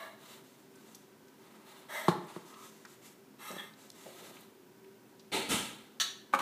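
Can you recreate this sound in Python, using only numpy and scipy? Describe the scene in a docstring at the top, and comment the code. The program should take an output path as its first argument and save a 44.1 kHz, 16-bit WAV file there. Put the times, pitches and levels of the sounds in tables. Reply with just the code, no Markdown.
"""A quiet, humming room with a wooden floor, heard from one microphone close to a dog.
The dog noses through a metal muffin tin of tennis balls: its huffs ring the cups, sniffs and two snorts
hiss through its nostrils, teeth and claws tick, and its muzzle rubs on felt. A ball drops and bounces,
the tin grumbles along the boards, and at the end it clangs and is knocked against the skirting board."""
import sys
import numpy as np
from scipy import signal
from scipy.fft import rfft, irfft, next_fast_len
from scipy.io import wavfile
from scipy.ndimage import map_coordinates

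SR = 44100
rng = np.random.default_rng(int(sys.argv[2]) if len(sys.argv) > 2 else 0)


def put_to_file(sound):
    """Save the sound as 16-bit audio at rate SR, in the file named by the first command-line argument."""
    columns = np.atleast_2d(sound).T  # one column per channel
    safe = np.clip(columns, -1, 1)
    whole_steps = np.round(safe * 32767)
    wavfile.write(sys.argv[1], SR, whole_steps.astype(np.int16))


N = 282681
TIME = np.arange(N) / SR  # seconds into the scene
RING = np.arange(SR) / SR  # seconds after a strike


def amp(db):
    """Decibels to gain."""
    return 10 ** (np.asarray(db) / 20)


def unit(x):
    """Scale to rms 1."""
    return x / np.sqrt(np.mean(x ** 2) + 1e-20)


def along(points, hz):
    """Read (frequency [Hz], value) points on a log frequency axis."""
    freqs, values = np.transpose(points)
    return np.interp(np.log(hz + 1), np.log(freqs + 1), values)


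def wobble(depth_db, rate_hz):
    """A smoothly wavering random gain of rms 1."""
    knots = rng.standard_normal(int(N * rate_hz / SR) + 4)
    return unit(amp(depth_db * map_coordinates(knots, [TIME * rate_hz])))


def filtered(x, response):
    """Pass x through a response given as a function of frequency."""
    size = next_fast_len(len(x) + SR // 2)
    return irfft(rfft(x, size) * response(np.fft.rfftfreq(size, 1 / SR)), size)[:len(x)]


def resonance(f, hz, width):
    """Causal response of one resonance."""
    return 1j * f * width / (hz * hz - f * f + 1j * f * width)


def rush(spectrum, size=N):
    """Noise of rms 1 shaped by (frequency [Hz], level [dB]) points."""
    return unit(filtered(rng.standard_normal(size), lambda f: amp(along(spectrum, f))))


def blown(peaks, size=N, blur=1):
    """Noise of rms 1 in resonances (frequency [Hz], width [Hz], level [dB]), widened by blur."""
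    def body(f):
        return sum((-1) ** k * amp(db) * resonance(f, hz, blur * width)
                   for k, (hz, width, db) in enumerate(peaks))
    return unit(filtered(rng.standard_normal(size), body))


def push(start, rise, hold, sag_db_per_s, release_db_per_s):
    """One effort, from 0 to 1: it builds steeply, levels off, sags while held, then dies away."""
    t = TIME - start
    sag_db = sag_db_per_s * np.clip(t - rise, 0, hold)
    release_db = release_db_per_s * np.maximum(t - rise - hold, 0)
    return np.clip(t / rise, 0, 1) ** 0.547 * amp(-sag_db - release_db)


def pushes(rows, fall):
    """Gain of several efforts, each at its own level; fall is (sag [dB/s], release [dB/s])."""
    return sum(amp(db) * push(start, rise, hold, *fall) for start, rise, hold, db in rows)


def airflow(row, body, hiss, fall, flutter_db, flutter_hz):
    """A breath: one flow drives body and hiss, and both flutter with the wet nostrils."""
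    start, rise, hold, body_db, hiss_db = row
    flow = push(start, rise, hold, *fall)
    breath = amp(body_db) * flow * body + amp(hiss_db) * flow ** 1.24 * hiss  # hiss outgrows the flow
    return breath * wobble(flutter_db, flutter_hz)


def fade(t60, attack_s):
    """A quick rise and an exponential decay."""
    return np.exp(-np.log(1000) * RING / t60) * (1 - np.exp(-RING / attack_s))


def struck(modes, scatter_db, rise_cycles):
    """Modes ring at new strengths, in alternating directions; low ones take longer to build up."""
    sound = np.zeros(SR)
    for k, (hz, db, t60) in enumerate(modes):
        strength = (-1) ** k * amp(db + scatter_db * rng.standard_normal())
        sound += strength * fade(t60, rise_cycles / hz) * np.sin(2 * np.pi * hz * RING)
    return sound


def add(track, start, sound):
    """Lay a sound into a track at start seconds."""
    part = track[round(start * SR):][:len(sound)]
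    part += sound[:len(part)]


def radiated(x, corner_hz):
    """A small body moves little air in the bass, and its bass comes late."""
    return signal.sosfilt(signal.butter(4, corner_hz, "high", fs=SR, output="sos"), x)


def dispersed(x, lag_s):
    """Bending waves in a board: treble arrives first, 1 kHz after lag_s, bass last."""
    return filtered(x, lambda f: np.exp(-4j * np.pi * lag_s * np.sqrt(1000 * f)))


def near_walls(x, echo_db, spread_s, count=14):
    """Floor, wall and tin send weak early copies to the microphone, combing the sound."""
    delays, gains = rng.uniform(0, spread_s, count), rng.standard_normal(count)
    echoes = np.bincount((delays * SR).astype(int) + 1, gains / np.linalg.norm(gains))
    return (x + amp(echo_db) * signal.fftconvolve(x, echoes)[:N]) / np.hypot(1, amp(echo_db))


# the room's reverberation: (frequency [Hz], t60 [s])
ROOM_DECAY = [(150, 0.394), (400, 0.558), (1200, 0.493), (4000, 0.456), (8000, 0.381), (15000, 0.365)]
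def in_room(x, wet_db, build_s):
    """Direct sound reaches the microphone first; a diffuse tail swells behind it."""
    hz, t, noise = signal.stft(rng.standard_normal(SR), SR, nperseg=256)
    decay = np.exp(-np.log(1000) * t / along(ROOM_DECAY, hz)[:, None])
    tail = signal.istft(noise * decay, SR, nperseg=256)[1][:SR]
    tail *= 1 - np.exp(-(RING / build_s) ** 2)
    return x + amp(wet_db) * signal.fftconvolve(x, tail / np.linalg.norm(tail))[:N]


# the still room: (frequency [Hz], relative level [dB])
STILL_AIR = [(25, -23.5), (50, -22.5), (90, -13.5), (125, 1.5), (300, 3.5), (450, 0), (620, -5.5),
             (1000, -8), (2000, -12.5), (4200, -17.5), (5200, -17.5), (10000, -21.5), (15500, -18.5)]
# the appliance's hum: (frequency [Hz], width [Hz], relative level [dB])
HUM_PEAKS = [(118.3, 5.26, -12), (214.88, 5.57, 0), (264.26, 5.62, -5), (312.2, 5.3, -9),
             (360.8, 6.7, -7.5), (387.73, 4.72, 2.5), (961.1, 18, -15), (1531, 20.7, -18.5)]
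def room_tone():
    """Still air around the microphone, and a household appliance's wavering hum in the background."""
    return amp(-61) * rush(STILL_AIR) + amp(-62) * radiated(blown(HUM_PEAKS), corner_hz=129)


NOTE_FALL = (19, 206)  # whistle and hollow note: (sag [dB/s], release [dB/s])
# air in the nose, in huffs and sniffs alike, and a huff's own hiss: (frequency [Hz], relative level [dB])
NASAL_RUSH = [(300, -13.5), (700, -1.5), (1250, -3), (1600, -6.5), (2500, -8), (4100, -4.5), (4900, -17.5),
              (7000, -16)]
NOSTRIL_HISS = [(3000, -3.5), (5000, -6), (7000, -1.5), (9000, -5.5), (10500, -9), (13000, -6.5),
                (15500, -25)]
EXHALE_HISS = [(2650, -12.5), (4500, -0.5), (4670, -52), (5040, -17), (5530, 5.5), (6570, -2.5), (7470, -6),
               (8290, 8.5), (9100, -13.5), (9830, 2), (10400, -9), (11400, 6), (12300, -7.5), (14700, 1.5),
               (15500, -21.5)]
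# muzzle and cup, one set per huff: (frequency [Hz], width before blur [Hz], relative level [dB])
CUP_PEAKS = [
    [(646.4, 61, -2.5), (1134.3, 37.2, 0), (1366, 23.6, -7.5), (1717, 73, -2.5), (2189, 40.6, -5.5),
     (2815, 46, -13), (3984, 43, -10.5), (4280, 27, -24)],
    [(603, 42.2, 1.5), (895, 110, -3), (1213, 160, -5.5), (1778, 115.4, 2.5), (2061, 27, 1),
     (2196, 17.5, -3.5), (3329, 110, -7), (3830, 34, -10)],
    [(819, 32, 2), (1211, 168, 1.5), (1778, 40.6, 3), (2086, 46, 1.5), (2681, 55, -2.5), (3010, 33, -7),
     (3299, 46, 0), (3883, 52, -2)],
]
# long breaths out: (time [s], rise [s], hold [s], hollow gain [dB], hiss gain [dB])
HUFF_BREATHS = [(-.012, .006, 0.061, -43, -66), (1.884, 0.0832, .107, -38.8, -50.5),
                (3.384, .095, .172, -45.5, -52)]
# a thin whistle: (time [s], rise [s], hold [s], level [dB])
NOSTRIL_WHISTLE = (3.578, .012, .012, -44)
def huffs():
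    """Each breath rings its own hollow of muzzle and cup over nasal air; once the nostril whistles."""
    hiss = amp(0.5) * rush(EXHALE_HISS) + amp(-9.5) * rush(NOSTRIL_HISS)
    air = amp(-9.5) * rush(NASAL_RUSH)
    breath = np.zeros(N)
    for row, cup in zip(HUFF_BREATHS, CUP_PEAKS):
        hollow = amp(-1.5) * blown(cup, blur=1.17)
        breath += airflow(row, hollow + air, hiss, fall=(45.9, 116.7), flutter_db=0.72, flutter_hz=70)
    whistle = blown([(1790, 70, 0), (3305, 70, -0.052), (3500, 160, -6.5)])
    return breath + pushes([NOSTRIL_WHISTLE], NOTE_FALL) * whistle


# soft sniffing: (time [s], rise [s], hold [s], rush gain [dB], hiss gain [dB])
SNIFF_BREATHS = [(0.176, 0.1553, 0.0192, -52.5, -60), (0.434, 0.038, 0.17, -73.5, -68),
                 (0.698, 0.192, 0.116, -64, -65), (1.368, 0.075, 0.11, -66.5, -77),
                 (1.65, 0.0363, .029, -56, -70), (1.753, .025, .03, -60, -74),
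                 (2.299, 0.037, 0.102, -65.5, -66), (2.449, 0.048, 0.0038, -66.5, -59.5),
                 (2.558, .101, .008, -60.5, -56), (2.72, 0.041, 0.083, -68.5, -68),
                 (2.865, 0.0537, .01, -63.5, -61), (3.014, 0.0513, 0.0048, -65, -56),
                 (3.763, 0.047, 0.0454, -63, -60.5), (3.926, 0.121, 0.022, -58.5, -57.5),
                 (4.074, 0.15, 0.0705, -53, -58), (4.324, 0.0396, 0.07, -59.5, -70)]
# a hollow note in one sniff: (time [s], rise [s], hold [s], level [dB])
HOLLOW_NOTE = (2.5, 0.0261, 0.13, -56.5)
def sniffs():
    """Light, bright draughts of air down among the balls; one sounds a hollow note."""
    body, hiss = amp(-2) * rush(NASAL_RUSH), rush(NOSTRIL_HISS)
    breath = sum(airflow(row, body, hiss, fall=(17.6, 133), flutter_db=1.17, flutter_hz=85)
                 for row in SNIFF_BREATHS)
    note = blown([(1123, 174, 7.6), (1320, 86, 4.2)])
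    return breath + pushes([HOLLOW_NOTE], NOTE_FALL) * note


# teeth, tongue and claws: (time [s], level [dB], centre [Hz], t60 [s])
CONTACTS = [(.755, -56.5, 6500, 0.048), (.947, -47, 5450, 0.046), (.951, -46.5, 11000, 0.031),
            (1.2816, -56, 5000, 0.027), (2.268, -58.5, 10970, 0.046), (2.5402, -51, 2740, 0.063),
            (2.8493, -45, 1290, .06), (2.852, -43.5, 5100, 0.0175), (3.514, -37, 6530, 0.0129),
            (3.7365, -54, 4150, 0.0265), (3.902, -27.5, 5070, 0.0069), (3.916, -46, 6000, .015),
            (4.06, -44.5, 555, 0.086), (4.368, -52, 2530, 0.043), (4.407, -53.5, 11000, 0.047),
            (4.8433, -54.5, 2220, 0.0347), (5.1945, -53.5, 4400, 0.06)]
def ticks():
    """Each small contact is a burst in one broad resonance, close and with little room on it."""
    track = np.zeros(N)
    for start, db, hz, t60 in CONTACTS:
        noise = blown([(hz, 0.78 * hz, 0)], size=SR)
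        burst = filtered(noise, lambda f: resonance(f, hz, 0.67 * hz))
        add(track, start, amp(db) * fade(t60, attack_s=0.00112) * unit(burst))
    return in_room(radiated(track, corner_hz=130), wet_db=-10, build_s=0.0108)


# the muzzle on the balls: (time [s], rise [s], hold [s], level [dB])
MUZZLE_RUBS = [(1.2, 0.51, 0.28, -62.5), (2.17, 0.144, 0.037, -55.5)]
def rubbing():
    """Fur drags over felt in an uneven rustle, faint at the microphone."""
    felt = rush([(300, -22), (900, 5.5), (1500, -3.5), (2600, -7.5),
                 (4200, -10.5), (5000, -16.5), (9000, -13.5), (15000, -26.5)])
    return pushes(MUZZLE_RUBS, fall=(1.95, 64)) * wobble(depth_db=3.03, rate_hz=60) * felt


# a tennis ball on wood: (frequency [Hz], relative level [dB], t60 [s])
BALL_MODES = [(173.3, -1.5, 0.064), (353, 0, 0.0607), (468.4, -8.5, 0.0324), (623.3, -11.5, 0.048),
              (844, -6.5, 0.0267), (1106, -2, 0.0203), (1335, -16.5, 0.0355), (1699, -13.5, 0.0278),
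              (3345, -26.5, 0.039), (4020, -30.5, 0.13)]
# the drop and its rebound: (time [s], level [dB])
LANDINGS = [(2.0815, -11.5), (2.361, -32)]
def bounces():
    """A ball meets the floorboards with a hollow pock and thud, and a brush of felt."""
    felt_spectrum = [(300, -27), (1200, 14), (2500, -2), (4000, 4.5),
                     (5000, -6.5), (9000, -9), (15000, -20.5)]
    track = np.zeros(N)
    for start, db in LANDINGS:
        felt = amp(-18) * fade(t60=0.116, attack_s=0.00063) * rush(felt_spectrum, size=SR)
        pock = struck(BALL_MODES, scatter_db=1.32, rise_cycles=0.575)
        softness = LANDINGS[0][1] - db  # a softer landing sounds duller
        thud = filtered(pock + felt, lambda f: 1 / (1 + 1j * f * softness / 25000))
        add(track, start, amp(db) * thud)
    floor = dispersed(radiated(track, corner_hz=114.4), lag_s=0.000679)
    return in_room(floor, wet_db=-8.5, build_s=0.0114)


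# the nose shoves the tin along the boards: (time [s], rise [s], hold [s], level [dB])
TIN_SHOVES = [(3.489, 0.0167, 0.024, -48), (4.05, 0.0112, 0.0077, -52.5), (4.177, .041, .085, -57.5)]
def sliding():
    """Down on the floor, the tin catches and slips on the wood with a low grumble."""
    grain = wobble(depth_db=4.53, rate_hz=110)
    grumble = blown([(193.3, 31.7, -4.5), (369.2, 34.4, -2.5), (556, 95, -7.5), (816, 74, -13)])
    return radiated(pushes(TIN_SHOVES, fall=(16.3, 117.5)) * grain * grumble, corner_hz=110)


# one body for each snort, and their shared hiss: (frequency [Hz], relative level [dB])
BLAST_BODIES = [
    [(25, -34), (70, -6.5), (170, 0.5), (400, 8), (620, -2.5), (850, 7.5), (1100, -10), (1300, -1.5),
     (1750, -5.5), (2150, 1.5), (3200, -1), (4300, 0.5), (4800, -12.5), (8000, -35.5)],
    [(25, -30.5), (70, -3), (130, -1), (230, 5), (450, -1.5), (680, -7.5), (850, 0.5), (1050, -6.5),
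     (1300, -1), (1850, -7), (3100, 0), (4300, -6), (4800, -16), (8000, -34.5)],
]
BLAST_HISS = [(3500, -42.5), (5200, -2), (6500, 0), (7400, 0.5), (8600, 2.5), (10500, -3), (13000, -8),
              (15500, -15.5)]
# hard blasts through the nose: (time [s], rise [s], hold [s], body gain [dB], hiss gain [dB])
BLASTS = [(5.317, 0.0177, 0.0386, -31.5, -40.5), (5.488, .026, .033, -31.1, -34.5)]
def snorts():
    """Close to the microphone, the dog clears its nose with two blasts, the second brighter."""
    hiss = amp(-1.5) * rush(BLAST_HISS)
    return sum(airflow(row, amp(-1) * rush(body), hiss, fall=(13.8, 92.8), flutter_db=0.5, flutter_hz=160)
               for row, body in zip(BLASTS, BLAST_BODIES))


# the tin's ring: (frequency [Hz], relative level [dB], t60 when empty [s])
TIN_MODES = [(1111, -10, 0.28), (1321, -6, 0.31), (1744, -2, 0.287), (1932, -14, 0.18),
             (2449.5, -10, 0.217), (2738, -6, 0.32), (2983, 1.5, 0.226), (3117, -31, 0.79),
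             (3391, -23, 1.2), (3500, -19, 0.31), (3560, -18.5, 0.31), (3863, -4, 0.28),
             (4120, -16.5, 0.47), (4410, -10, 0.41), (4840, -20, 0.27), (5520, -21.5, 0.33),
             (5803, 0, 0.13), (5870, -15.5, 0.29), (6140, -16.5, 0.31), (6570, -17, 0.26),
             (6800, -14, 0.24), (8888, -29.5, 0.5)]
# the dense wash of the sheet metal: (frequency [Hz], relative level [dB])
METAL_WASH = [(200, -30), (800, -13.5), (1300, -16), (1750, 1), (2300, -14), (3000, -1), (3900, 4.5),
              (4500, 0.5), (4900, -12), (6300, 0.5), (6800, -7.5), (8000, -9.5), (10000, -15.5),
              (15000, -21.5)]
# hard strikes on the rim with their chatter, then a claw scraping the tin at 6.39 s: (time [s], level [dB],
# relative ring [dB])
RIM_STRIKES = [(5.9993, -26, -10.5), (6.0069, -29, -21.5), (6.013, -28, -14), (6.39, -47, -4.5)]
def clang():
    """Sheet metal rings out into the room over a wash of close, short-lived modes."""
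    balls_t60 = 0.55  # the balls in the cups add their own loss to every mode
    damped = [(hz, db, 1 / (1 / t60 + 1 / balls_t60)) for hz, db, t60 in TIN_MODES]
    track = np.zeros(N)
    for start, db, ring_db in RIM_STRIKES:
        wash = amp(0.5) * fade(t60=0.113, attack_s=0.00116) * rush(METAL_WASH, size=SR)
        ring = amp(ring_db) * struck(damped, scatter_db=0.67, rise_cycles=1)
        add(track, start, amp(db) * (ring + wash))
    return in_room(track, wet_db=-6.5, build_s=0.0112)


# the skirting board: (frequency [Hz], relative level [dB], t60 [s])
SKIRTING_MODES = [(189.6, -29, 0.081), (272.8, -33.5, 0.093), (539, -22.5, 0.115), (824.7, -9, 0.0583),
                  (1152.7, -4, 0.06), (1265, -10, 0.0335), (1552, -8, 0.017), (1852, -19.5, 0.027),
                  (2222, -15, 0.0273), (2409, -20.5, 0.036)]
# the rasp of the rim on wood: (frequency [Hz], relative level [dB])
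WOOD_RASP = [(120, -9), (250, 6), (500, -2.5), (1000, 4.5), (2600, -5.5), (4000, -6), (4800, -16),
             (8000, -15.5), (15000, -23)]
# the tin bumps the board: (time [s], level [dB], relative scratch [dB])
BUMPS = [(6.329, -44.5, 1.5), (6.3362, -11.5, -19.5), (6.3402, -20.5, -16), (6.3468, -15, -15.5),
         (6.3888, -38.5, 9), (6.401, -33, -1)]
def knocks():
    """At the foot of the wall, the rim chatters against wood and scratches it."""
    track = np.zeros(N)
    for start, db, scratch_db in BUMPS:
        scratch = amp(scratch_db) * fade(t60=0.064, attack_s=0.00049) * rush(WOOD_RASP, size=SR)
        wood = struck(SKIRTING_MODES, scatter_db=1.22, rise_cycles=0.98)
        add(track, start, amp(db) * (wood + scratch))
    return in_room(radiated(track, corner_hz=130), wet_db=-7, build_s=0.0091)


def scene():
    """Dog, tin, ball and room at one microphone."""
    nosing = radiated(sniffs() + huffs() + rubbing(), corner_hz=112)
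    dog = near_walls(nosing + snorts(), echo_db=-7.5, spread_s=0.014) + ticks()
    tin_and_ball = sliding() + bounces() + knocks() + clang()
    return (dog + tin_and_ball + room_tone())[None]


def record(dry):
    """The camera keeps nothing from its microphone above its band limit."""
    top_hz = 15350
    return np.array([filtered(channel, lambda hz: hz < top_hz) for channel in dry])


dry = scene()
out = record(dry)
put_to_file(out)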